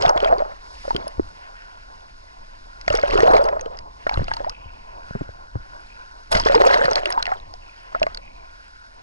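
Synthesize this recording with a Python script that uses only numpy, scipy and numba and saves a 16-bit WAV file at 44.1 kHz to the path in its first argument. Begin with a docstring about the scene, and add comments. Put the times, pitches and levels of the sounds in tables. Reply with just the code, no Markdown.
"""Rocks at the waterline, where small waves break and wash over a sealed camera; it hears through its case.
Under water, crowds of air pockets gurgle and small bubbles tick on the case: damped sines that mostly
climb in pitch. Wave fronts burst on it as coloured noise, water slaps it, and runs off with a thin singing.
Between surges the far surf hums in the case's resonances and the swell rumbles, both filtered noise.
The camera widens its stereo and clips."""
import sys
import numpy as np
from scipy import signal
from scipy.fft import rfft, irfft, next_fast_len
from scipy.io import wavfile
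from scipy.ndimage import map_coordinates
from numba import njit

SR = 44100
rng = np.random.default_rng(int(sys.argv[2]) if len(sys.argv) > 2 else 0)


def volts_from_db(level):
    """Convert decibel levels to linear amplitude ratios."""
    exponent = np.asarray(level, float) / 20
    return 10 ** exponent


def wav_out(sig):
    """Save sig, one row per channel (or a flat mono array), as 16-bit PCM at SR to the path in sys.argv[1]."""
    wavfile.write(sys.argv[1], SR, np.round(np.clip(np.atleast_2d(sig).T, -1, 1) * 32767).astype(np.int16))


N = 397782  # samples

# surges over the camera, one list each:
# (time [s], gurgle level before clumping [dB], centre pitch of the pockets [Hz], fizz level [dB])
SURGES = [
    [(0.0, -28.5, 536, -43.5), (0.03, -28, 670, -43), (0.122, -30, 776, -60), (0.214, -30, 552, -48.5),
     (0.306, -28.5, 611, -53), (0.468, -43.5, 700, -66), (0.6, -63, 654, -63)],
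    [(0.84, -48, 610, -58), (0.922, -65, 670, -75), (0.95, -41, 460, -60), (1.14, -54, 680, -61)],
    [(2.86, -74, 654, -62), (2.936, -37.5, 535, -37.5), (3.056, -44, 593, -46.5), (3.142, -31, 465, -36),
     (3.306, -22, 644, -43.5), (3.34, -22.5, 520, -41.5), (3.508, -33, 644, -55), (3.64, -42.5, 550, -69),
     (3.82, -53, 700, -67)],
    [(4.05, -58, 630, -82), (4.128, -47.5, 835, -54.5), (4.222, -56, 530, -52), (4.328, -58, 867, -52.5),
     (4.412, -50, 570, -54.5), (4.55, -51, 804, -72)],
    [(6.29, -85, 535, -68), (6.394, -72, 653, -51), (6.456, -42, 464, -37), (6.5, -34.5, 610, -38.5),
     (6.558, -28, 507, -40.5), (6.716, -27, 648, -33.5), (6.814, -28, 555, -39.5), (7.13, -41.5, 609, -52),
     (7.16, -39, 835, -55), (7.4, -50, 686, -55)],
    [(7.92, -63, 660, -60), (8.096, -60.5, 660, -65), (8.164, -56, 750, -65), (8.22, -59, 613, -75)],
]
# the sea between surges, one list for each lull:
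# (time [s], swell rumble [dB], low surf [dB], ring of the case [dB], hiss [dB]), before any flicker
SEA = [
    [(0.6, -46, -57, -63, -61), (0.646, -44.5, -54, -61, -58), (0.892, -42.5, -56.5, -69, -50.5),
     (1.0, -48, -53.5, -67, -60)],
    [(1.27, -48, -54, -63.5, -59), (1.56, -49.5, -58.5, -56, -61), (2.392, -45.5, -60.5, -67, -62.5),
     (2.78, -47, -57.5, -60, -60.5)],
    [(3.86, -42.5, -53, -70, -67), (3.964, -41.5, -54.5, -67, -63), (4.03, -41, -55, -72, -59.5)],
    [(4.58, -43, -57.5, -66, -65), (4.854, -45, -58, -66, -63), (4.984, -42, -50, -61, -63.5),
     (5.08, -44, -56.5, -54, -59.5)],
    [(5.32, -45, -55.5, -58.5, -63), (5.53, -48, -59, -62.5, -65), (5.76, -44, -56.5, -57.5, -60),
     (6.27, -50, -59.5, -60.5, -61)],
    [(7.45, -43, -57, -73, -64), (7.644, -45, -61, -68, -62), (7.75, -49.5, -57.5, -62, -60),
     (7.88, -47.5, -56, -61, -63)],
    [(8.28, -42.5, -59.5, -74, -64.5), (8.552, -49.5, -60, -59.5, -62), (8.748, -51, -65, -60.5, -62.5),
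     (9.02, -48, -59, -64, -63)],
]
# water heaving against the case: (time of the peak [s], rumble [dB], slosh [dB])
HEAVES = [(.06, -36.5, -29.5), (0.942, -38.5, -30.5), (1.21, -32.5, -44), (2.915, -32.5, -29),
          (3.14, -27.5, -25), (3.24, -55, -46), (4.187, -26.5, -30), (4.65, -48, -91), (5.22, -43, -60),
          (5.57, -40, -62), (6.37, -22, -26.5), (8.015, -41, -34.5)]
# colour of the churn and of a wave front's body: (frequency [Hz], relative level per Hz [dB])
BODY_COLOUR = [(180, -52.5), (300, -14.5), (624, 4.5), (670, 2), (1420, -7.5), (2600, -45), (3380, -56),
               (5720, -120)]
# colour of the fizz, as the case passes it: (frequency [Hz], relative level per Hz [dB])
FIZZ_COLOUR = [(880, -59), (1500, 3), (1680, -15.5), (1980, -0.5), (2330, -11), (2730, -3), (3720, -11),
               (4250, -3.5), (5050, -4), (9000, -30.5), (11700, -54), (19800, -120)]
# colour of the spray: (frequency [Hz], relative level per Hz [dB])
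SPRAY_COLOUR = [(4710, -7.5), (8000, -3), (9100, -13), (9810, -2), (10300, 2), (11300, -10), (12000, -16),
                (15600, -57), (22000, -120)]
# colour of the swell's rumble: (frequency [Hz], relative level per Hz [dB])
RUMBLE_COLOUR = [(12, 0.5), (20, 7), (29, 5.5), (82, -8.5), (134, -18.5), (162, -20), (250, -25),
                 (320, -24), (550, -120)]
STRONG_DB = -26  # a strong gurgle


def unit(x):
    """Scaled to rms 1."""
    return x / np.sqrt(np.mean(x ** 2) + 1e-20)


def along(points, hz):
    """Reads (Hz, value) points on a log frequency axis."""
    f, v = np.transpose(points)
    return np.interp(np.log(hz + 1), np.log(f + 1), v)


def curves(rows):
    """One value per sample for each column after the time."""
    s, *columns = np.transpose(rows)
    return [np.interp(np.arange(N) / SR, s, column) for column in columns]


def during(tables):
    """1 inside each table's time span, with a 1 ms fade in and a 20 ms fade out."""
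    t = np.arange(N) / SR
    gain = np.zeros(N)
    for rows in tables:
        first, last = rows[0][0], rows[-1][0]
        gain += np.interp(t, [first, first + 0.00093, last - 0.02, last], [0, 1, 1, 0], 0, 0)
    return gain


def humps(s, db, rise_s, fall_s):
    """Summed gains that climb 40 dB to each peak and sink 40 dB after it."""
    t = np.arange(N) / SR
    gain = np.zeros(N)
    for at, peak, up, down in np.broadcast(s, db, rise_s, fall_s):
        level_db = np.interp(t, [at - up, at, at + down], [peak - 40, peak, peak - 40], -200, -200)
        gain += volts_from_db(level_db)
    return gain


def wobble(rate):
    """A smooth random curve, rate knots a second."""
    return map_coordinates(rng.standard_normal(int(N * rate / SR) + 4), [np.arange(N) * rate / SR])


def filtered(x, response):
    """x times a complex response of frequency."""
    m = next_fast_len(N + SR // 2)
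    return irfft(rfft(x, m) * response(np.fft.rfftfreq(m, 1 / SR)), m)[..., :N]


def coloured(x, colour):
    """x filtered by a table of (Hz, dB)."""
    return filtered(x, lambda hz: volts_from_db(along(colour, hz)))


def rush(colour, flicker_db, rate):
    """Coloured noise of rms 1 whose level flickers."""
    x = coloured(rng.standard_normal(N), colour)
    return unit(x * volts_from_db(flicker_db * wobble(rate)))


@njit
def bubbles(start, hz, t60, gain, rise, attack, sr, n):
    """Damped sines with a short attack whose pitch drifts by 2 * rise of itself as they die 60 dB."""
    out = np.zeros(n)
    for k in range(len(start)):
        for i in range(min(int(t60[k] * sr), n - start[k])):
            t = i / sr
            turn = 2 * np.pi * hz[k] * t * (1 + rise[k] * t / t60[k])
            decay = 10 ** (-3 * t / t60[k])
            onset = 1 - np.exp(-t * hz[k] / attack)  # attack in cycles
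            out[start[k] + i] += gain[k] * np.sin(turn) * decay * onset
    return out


def swarm(count, centre_hz, spread, cycles, size_db, rise):
    """Random bubbles of rms 1: log-normal pitch, few loud and many faint, some cycles long."""
    u, g = rng.random((count, 2)), rng.standard_normal((count, 3))
    start = (u[:, 0] * (N - 1)).astype(np.int64)
    hz = np.clip(centre_hz[start] * np.exp(spread * g[:, 0]), 60, 11000)
    t60 = cycles / hz * np.exp(0.585 * g[:, 1])
    gain = volts_from_db(-size_db * np.log(u[:, 1] + 0.04)) * np.sign(g[:, 2])
    drift = rise * (1 + 0.69 * g[:, 2])
    return unit(bubbles(start, hz, t60, gain, drift, 0.46, SR, N))


def pops(s, db, hz, t60, rise, attack):
    """Single damped sines at given moments."""
    s, db, hz, t60, rise = np.broadcast_arrays(s, db, hz, t60, rise)
    start = (s * SR).astype(np.int64)
    return bubbles(start, hz * 1., np.clip(t60, 0.002, 0.2), volts_from_db(db), rise * 1., attack, SR, N)


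def surge():
    """Foam sweeps past: crowds of pockets gurgle, water sloshes, droplets ping, fine bubbles fizz in clumps."""
    gurgle_db, pocket_hz, fizz_db = curves(np.concatenate(SURGES))
    heave_s, _, heave_slosh_db = np.transpose(HEAVES)
    clumps = np.tanh(wobble(70) / 2) * 2  # foam arrives in clumps, all sizes together

    pockets = swarm(count=2600, centre_hz=pocket_hz, spread=0.227, cycles=22.4, size_db=3.0, rise=0.174)
    churn = rush(BODY_COLOUR, flicker_db=3.5, rate=44)  # between the pockets
    gurgle = unit(pockets + 0.59 * churn)

    slosh = swarm(count=900, centre_hz=np.full(N, 210.), spread=0.59, cycles=1.54, size_db=4.5, rise=0.11)
    following = volts_from_db(-41 + 1.3 * (gurgle_db - STRONG_DB))  # grows faster than the gurgle
    slosh = slosh * (following + humps(heave_s, heave_slosh_db, rise_s=0.094, fall_s=0.18))

    droplets = swarm(count=5000, centre_hz=np.full(N, 1300.), spread=0.373, cycles=7.9, size_db=4.5, rise=0.089)
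    droplets_db = 1.5 + gurgle_db + 0.68 * (fizz_db - gurgle_db)  # a blend of gurgle and fizz

    pings = swarm(count=3000, centre_hz=np.full(N, 4000.), spread=0.368, cycles=34, size_db=4.5, rise=0.15)
    grit = volts_from_db(5.2 * clumps + 3.6 * wobble(150)) * rng.standard_normal(N)
    fizz = unit(unit(coloured(grit, FIZZ_COLOUR)) + 0.96 * volts_from_db(4 * clumps) * pings)
    spray = unit(coloured(grit, SPRAY_COLOUR))
    splatter = swarm(count=900, centre_hz=np.full(N, 2600.), spread=0.607, cycles=4.8, size_db=2, rise=0.15)

    low = volts_from_db(gurgle_db + 1.66 * clumps) * gurgle + volts_from_db(droplets_db + 5.2 * clumps) * droplets + slosh
    high = volts_from_db(fizz_db) * (fizz + volts_from_db(-24.5) * spray + volts_from_db(-6.5) * splatter)
    return during(SURGES) * (low + high)


def crashes():
    """The front of a wave bursts on the case: dense, rough noise in three colours."""
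    # one list for each front: (time [s], body level [dB], treble level [dB], spray level [dB])
    fronts = [
        [(0.01, -51, -34, -86), (0.1, -23.5, -42, -43), (0.12, -18, -59, -66)],
        [(6.305, -63, -66.5, -71), (6.319, -26, -29, -33), (6.42, -33.5, -32.5, -60)],
    ]
    body_db, treble_db, spray_db = curves(np.concatenate(fronts))
    body = volts_from_db(body_db) * rush(BODY_COLOUR, flicker_db=0.5, rate=59)
    treble = volts_from_db(treble_db) * rush(FIZZ_COLOUR, flicker_db=5, rate=110)
    spray = volts_from_db(spray_db) * rush(SPRAY_COLOUR, flicker_db=6.5, rate=150)
    return during(fronts) * (body + (treble + spray))


def glugs():
    """Big air pockets, and a few low knocks with the slaps, ring, waver and start with a short rough snap."""
    # big air pockets, and a few low knocks that sound with the slaps:
    # (time [s], ring level [dB], starting pitch [Hz], t60 [s], snap level [dB])
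    pockets_and_knocks = [(0.051, -17, 668, 0.05, -30), (0.095, -20, 877, 0.042, -27),
                          (0.23, -15, 558, 0.062, -39), (0.259, -15.5, 647, 0.076, -33),
                          (0.325, -12.5, 645, 0.081, -36), (0.404, -25.5, 620, 0.053, -36),
                          (0.421, -17.5, 630, 0.039, -45), (0.521, -34.5, 600, 0.029, -44),
                          (0.85, -33.5, 555, 0.041, -37), (0.879, -21.5, 554, 0.027, -36),
                          (0.907, -17.5, 880, 0.03, -38), (0.954, -19, 383, 0.05, -38),
                          (1.069, -28, 585, 0.033, -50), (1.196, -9.5, 340, 0.026, -50),
                          (2.879, -17, 650, 0.024, -22), (2.905, -14.5, 579, 0.054, -25),
                          (2.943, -11.5, 466, 0.044, -27), (2.985, -17, 628, 0.04, -25),
                          (3.035, -13, 570, 0.066, -26.5), (3.101, -22.5, 540, 0.05, -36),
                          (3.135, -17, 440, 0.05, -32), (3.154, -10.5, 402, 0.069, -27),
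                          (3.232, -12.5, 444, 0.071, -30), (3.282, -19, 746, 0.093, -39),
                          (3.335, -11, 480, 0.054, -35), (3.393, -14.5, 535, 0.11, -32),
                          (3.526, -23, 563, 0.1, -43), (3.567, -27.5, 595, 0.069, -43),
                          (3.661, -27.5, 437, 0.057, -40), (4.067, -16, 604, 0.019, -23),
                          (4.093, -19, 850, 0.017, -29), (4.113, -22.5, 800, 0.025, -55),
                          (4.133, -25, 862, 0.042, -45), (4.171, -29, 323, 0.04, -32),
                          (4.282, -28, 600, 0.025, -34.5), (4.315, -23.5, 870, 0.027, -26),
                          (4.368, -32, 917, 0.038, -31), (4.404, -22.5, 557, 0.062, -54),
                          (4.445, -23, 926, 0.026, -39.5), (5.152, -29.5, 366, 0.055, -45),
                          (5.214, -29, 290, 0.045, -52), (5.554, -25, 295, 0.038, -51),
                          (6.361, -21, 610, 0.039, -30), (6.402, -19.5, 966, 0.038, -35),
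                          (6.46, -13, 452, 0.035, -21), (6.498, -11, 562, 0.067, -30),
                          (6.545, -11, 910, 0.029, -37), (6.558, -11, 453, 0.088, -34),
                          (6.602, -13.5, 560, 0.05, -29), (6.639, -16, 882, 0.035, -29),
                          (6.662, -12.5, 528, 0.075, -28), (6.708, -23, 570, 0.034, -21),
                          (6.727, -27, 540, 0.043, -18), (6.757, -19, 560, 0.061, -33),
                          (6.814, -15.5, 523, 0.054, -15.5), (6.881, -17.5, 516, 0.05, -18.5),
                          (6.919, -21, 566, 0.069, -25), (7.056, -22, 573, 0.061, -28),
                          (7.177, -19, 950, 0.049, -48), (7.277, -24.5, 692, 0.079, -32),
                          (7.319, -15, 773, 0.047, -20), (7.538, -38, 676, 0.033, -58),
                          (7.948, -25.5, 576, 0.027, -25), (7.961, -29, 659, 0.05, -52),
                          (8.017, -13.5, 636, 0.044, -47), (8.036, -20.5, 619, 0.041, -36),
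                          (8.067, -20.5, 633, 0.038, -24.5)]
    # a pocket rising to the surface, its pitch sweeping up:
    # (time [s], level [dB], starting pitch [Hz], t60 [s], climb [half the rise over t60, share of pitch])
    rising_pocket = [(4.466, -25, 554, 0.093, 1.4)]
    s, db, hz, t60, snap_db = np.transpose(pockets_and_knocks)
    chance = rng.standard_normal((len(s), 2))
    ring = pops(s, db, hz, t60, 0.094 + 0.076 * chance[:, 0], attack=0.14)  # mostly climbs in pitch
    ring = ring + pops(*np.transpose(rising_pocket), attack=0.73)
    snap_hz = 1400 * np.exp(0.132 * chance[:, 1])
    snap = pops(s, snap_db, snap_hz, t60=0.032, rise=0.079, attack=1.0)
    waver = volts_from_db(2.6 * wobble(130))  # a pocket wobbles in shape as it rings
    return ring * waver + snap * (0.9 + 0.94 * wobble(900))


def ticks():
    """Small bubbles snap: a short ping, a splash of noise in the case's colour and a spit of top treble."""
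    # small bubbles snapping on the case: (time [s], ping level [dB], starting pitch [Hz])
    snapping = [(0.0231, -15.5, 5180), (0.0626, -19.5, 3520), (0.0807, -21, 2730), (0.0934, -16.5, 5540),
                (0.1765, -22, 3280), (0.2037, -24, 3040), (0.244, -34, 1800), (0.2467, -19.5, 3230),
                (0.383, -30.5, 4630), (0.9064, -32, 4400), (0.9467, -32, 3130), (0.9638, -17.5, 3130),
                (1.0799, -31.5, 5100), (2.8128, -32, 5170), (2.879, -25, 1800), (2.8802, -16.5, 2110),
                (2.9021, -19.5, 2830), (2.939, -26, 2200), (2.9524, -18, 5300), (2.9726, -21, 5630),
                (2.996, -26, 4700), (3.0145, -28, 4430), (3.0295, -24, 2060), (3.1014, -25, 2010),
                (3.109, -21, 2650), (3.1508, -28, 4640), (3.177, -19, 2660), (3.2048, -15, 1880),
                (3.24, -25, 2680), (3.3353, -32, 1830), (3.338, -23, 2120), (3.3665, -15.5, 2150),
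                (3.4407, -27.5, 4860), (3.488, -25, 1940), (3.595, -31.5, 1860), (3.6108, -25.5, 6150),
                (3.6589, -31, 3000), (3.772, -36, 5200), (3.789, -28.5, 4920), (4.0699, -23.5, 1840),
                (4.0945, -19.5, 2210), (4.141, -24.5, 4060), (4.1738, -29.5, 2750), (4.2428, -32, 4920),
                (4.2816, -26, 2730), (4.3133, -30, 1900), (4.3375, -23.5, 4470), (4.3675, -24.5, 4400),
                (4.4458, -37, 1980), (4.4961, -19.5, 5260), (6.3178, -24, 3730), (6.3275, -16, 5070),
                (6.3688, -22, 1950), (6.3994, -14.5, 4980), (6.4368, -25, 3220), (6.4526, -21.5, 5180),
                (6.486, -18, 1870), (6.537, -31, 4590), (6.5508, -13, 4940), (6.6184, -19.5, 1910),
                (6.6712, -19.5, 5440), (6.7096, -18, 1870), (6.7428, -14, 1930), (6.8369, -28, 1850),
                (6.8545, -20, 4440), (6.889, -30.5, 2040), (6.9126, -20.5, 5940), (6.9326, -18.5, 5200),
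                (6.9565, -9.5, 4350), (7.0574, -14, 2740), (7.104, -23, 1890), (7.1247, -18, 5120),
                (7.227, -12.5, 4170), (7.2553, -21.5, 2730), (7.2674, -22, 1940), (7.3165, -27, 1920),
                (7.4003, -38, 3800), (7.5387, -34, 5130), (7.9486, -35, 1960), (7.9977, -32.5, 5600),
                (8.03, -12.5, 2640), (8.0671, -25.5, 2040), (8.1472, -25, 4680), (8.1736, -24, 4360)]
    # extra top treble on the brightest ticks: (time [s], level [dB])
    bright_tops = [(0.963, -37), (1.079, -26), (2.953, -27), (3.441, -34), (4.4957, -44), (6.319, -17),
                   (6.654, -32), (7.057, -32), (7.1037, -22.5), (8.0292, -49)]
    s, db, hz = np.transpose(snapping)
    ping = pops(s, db, hz, t60=0.012, rise=0.032, attack=0.1)
    splash = coloured(np.abs(ping) * rng.standard_normal(N), FIZZ_COLOUR)
    top_db = db - 34 - rng.standard_normal(len(s))  # scattered by 1 dB
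    top = spits(s, top_db) + spits(*np.transpose(bright_tops))
    return ping + volts_from_db(6.5) * splash + top


def spits(s, db):
    """Very short pings near the top of the microphone's range."""
    hz = 10200 * np.exp(0.048 * rng.standard_normal(len(s)))
    return pops(s, db, hz, t60=0.0071, rise=0.01, attack=0.77)


def slaps():
    """Water slaps the case: a short, higher knock together with a slow push that dies in a few cycles."""
    # water slaps: (time [s], push level [dB], starting pitch [Hz], t60 [s])
    slapping = [(1.181, -23.5, 61.3, 0.26), (2.9, -21, 93.5, 0.065), (4.175, -6, 79, .031),
                (4.194, -5.5, 57.5, 0.026), (4.658, -27, 60.6, .096), (5.109, -16.5, 120, 0.014),
                (5.152, -16.5, 189, .04), (5.158, -17, 104, 0.024), (5.21, -14.5, 121, 0.023),
                (5.215, -16, 62, 0.025), (5.291, -17, 61, 0.021), (5.555, -12.5, 95.5, 0.057),
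                (6.35, -7, 75, 0.016)]
    s, db, hz, t60 = np.transpose(slapping)
    push = pops(s, db, hz, t60, rise=0.29, attack=0.086)
    knock = pops(s, db - 9.5, 487, t60=0.0094, rise=0.23, attack=0.12)
    return push + knock


def drain():
    """Water draining off sings: tiny bubbles of nearly one size, ringing long, sagging in pitch."""
    # narrow-band singing: (time of the peak [s], peak level [dB], pitch at the peak [Hz], rise [s], fall [s])
    singing = [(4.52, -55, 2620, .05, 1.44), (5.956, -55.5, 2480, .28, 0.37),
               (7.69, -56.5, 2570, 0.28, 0.2), (8.22, -58, 2410, 0.11, 1.24)]
    sag_hz_per_s = 210
    s, db, hz, rise_s, fall_s = np.transpose(singing)
    t = np.arange(N) / SR
    latest = np.clip(np.searchsorted(s - rise_s, t) - 1, 0, None)
    pitch_hz = hz[latest] - sag_hz_per_s * np.clip(t - s[latest], -1, 1)
    level = humps(s, db, rise_s, fall_s)
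    return level * swarm(count=4000, centre_hz=pitch_hz, spread=0.051, cycles=28, size_db=3.5, rise=0.018)


def ports(slap):
    """Swell, most under a surge, and a share of each slap push one microphone port and pull the other."""
    swell_share = volts_from_db(-21 + 8.6 * during(SURGES))
    uneven = swell() * swell_share * rush(RUMBLE_COLOUR, flicker_db=6.0, rate=10) + 0.24 * slap
    return np.array([uneven, -uneven])


def sea():
    """Swell rumbles in lumps; far surf comes through the case's resonances with sparse drops."""
    # colour of the low surf: (frequency [Hz], relative level per Hz [dB])
    low_colour = [(120, -38), (200, -19.5), (476, -11), (518, -12.5), (608, -7.5), (839, -8.5),
                  (1030, -2.5), (1250, -20), (1620, -65), (2750, -120)]
    # colour of the case's ring: (frequency [Hz], relative level per Hz [dB])
    ring_colour = [(720, -75), (1220, -25.5), (1420, -4), (1580, -10.5), (1760, -21), (1850, -36),
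                   (2400, -40), (4070, -120)]
    # colour of the hiss: (frequency [Hz], relative level per Hz [dB])
    hiss_colour = [(2060, -49), (3500, -5), (5130, 2), (5730, -4.5), (8400, -17), (9240, -19.5),
                   (10600, -14), (11200, -19), (11500, -66), (15000, -81), (22000, -120)]
    # colour of the wash: (frequency [Hz], relative level per Hz [dB])
    wash_colour = [(1060, -15), (1800, -0.5), (2190, -2), (2810, -1.5), (3110, -5), (3500, -14),
                   (4550, -72), (7700, -120)]
    _, low_db, ring_db, hiss_db = curves(np.concatenate(SEA))
    drops = swarm(count=400, centre_hz=np.full(N, 4200.), spread=0.52, cycles=11.0, size_db=0.0, rise=0.067)
    hiss = unit(rush(hiss_colour, flicker_db=0.6, rate=30) + 0.3 * drops)
    rumble = swell() * volts_from_db(0.86 * wobble(3.01)) * rush(RUMBLE_COLOUR, flicker_db=1.0, rate=17)
    low = volts_from_db(low_db + 0.73 * wobble(2.2)) * rush(low_colour, flicker_db=2.5, rate=24)
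    ring = volts_from_db(ring_db) * rush(ring_colour, flicker_db=1.5, rate=20)
    # the wash follows the hiss, a little less steeply
    wash_db = -63.5 + 0.9 * (hiss_db - hiss_db.mean()) + 2.0 * wobble(4.025)
    wash = volts_from_db(wash_db) * rush(wash_colour, flicker_db=2.1, rate=30)
    return rumble + (low + ring) + wash + volts_from_db(hiss_db) * hiss


def swell():
    """Gain of the rumble: calm water, stirring under the foam, heaves."""
    heave_s, heave_db, _ = np.transpose(HEAVES)
    calm = volts_from_db(curves(np.concatenate(SEA))[0])
    gurgle_db = curves(np.concatenate(SURGES))[0]
    stir = during(SURGES) * volts_from_db(-41 + 0.74 * (gurgle_db - STRONG_DB))  # grows slower than the gurgle
    return calm + stir + humps(heave_s, heave_db, rise_s=0.15, fall_s=0.32)


def scene():
    """Apart from the uneven push, all reaches both microphones alike through the case."""
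    slap = slaps()
    return sea() + surge() + crashes() + drain() + glugs() + ticks() + slap + ports(slap)


def top_cut(x):
    """Nothing passes above the cut-off."""
    return signal.sosfilt(signal.butter(12, 12130, fs=SR, output="sos"), x)


def record(dry):
    """Widening adds a side signal a quarter cycle ahead, part of it with scrambled phase; loud peaks clip."""
    # stereo width: (frequency [Hz], side over mid [dB])
    width = [(60, -31), (97, -5.5), (160, -3.5), (250, 2), (410, 7), (650, 10.5), (1060, 11.5),
             (1700, 11.5), (2750, 4.5), (4430, 4), (7150, -2), (11500, -2)]
    # looseness: (frequency [Hz], share of the side unrelated to the mid [0 to 1])
    looseness = [(40, 0.73), (150, 0.23), (500, 0.088), (1200, 0.26), (3000, 0.5), (6000, 0.41),
                 (10000, 0.9)]
    # balance: (frequency [Hz], left over right [dB])
    balance = [(60, 0), (170, -2), (490, -1), (1410, 0), (4030, -1), (11500, -2)]

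    def loose_share(hz):
        return np.clip(along(looseness, hz), 0, 1)

    mid = filtered(dry.mean(0), lambda hz: 1 / (1 + (hz / 11200) ** 40))  # steep treble limit
    z = signal.stft(mid, nperseg=128)[2]
    scrambled = signal.istft(z * np.exp(2j * np.pi * rng.random(z.shape)), nperseg=128)[1][:N]
    loose = unit(scrambled) * np.std(mid)

    ahead = filtered(mid, lambda hz: 1j * volts_from_db(along(width, hz)) * np.sqrt(1 - loose_share(hz) ** 2))
    unrelated = filtered(loose, lambda hz: volts_from_db(along(width, hz)) * loose_share(hz))
    uneven_push = (dry[0] - dry[1]) / 2
    side = ahead + unrelated + uneven_push

    halves = np.array([[0.5], [-0.5]])  # each channel takes half of the imbalance
    pair = filtered(np.array([mid + side, mid - side]), lambda hz: volts_from_db(along(balance, hz) * halves))
    mix = np.clip(pair, -1, 1)
    return top_cut(mix)


dry = scene()
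out = record(dry)
wav_out(out)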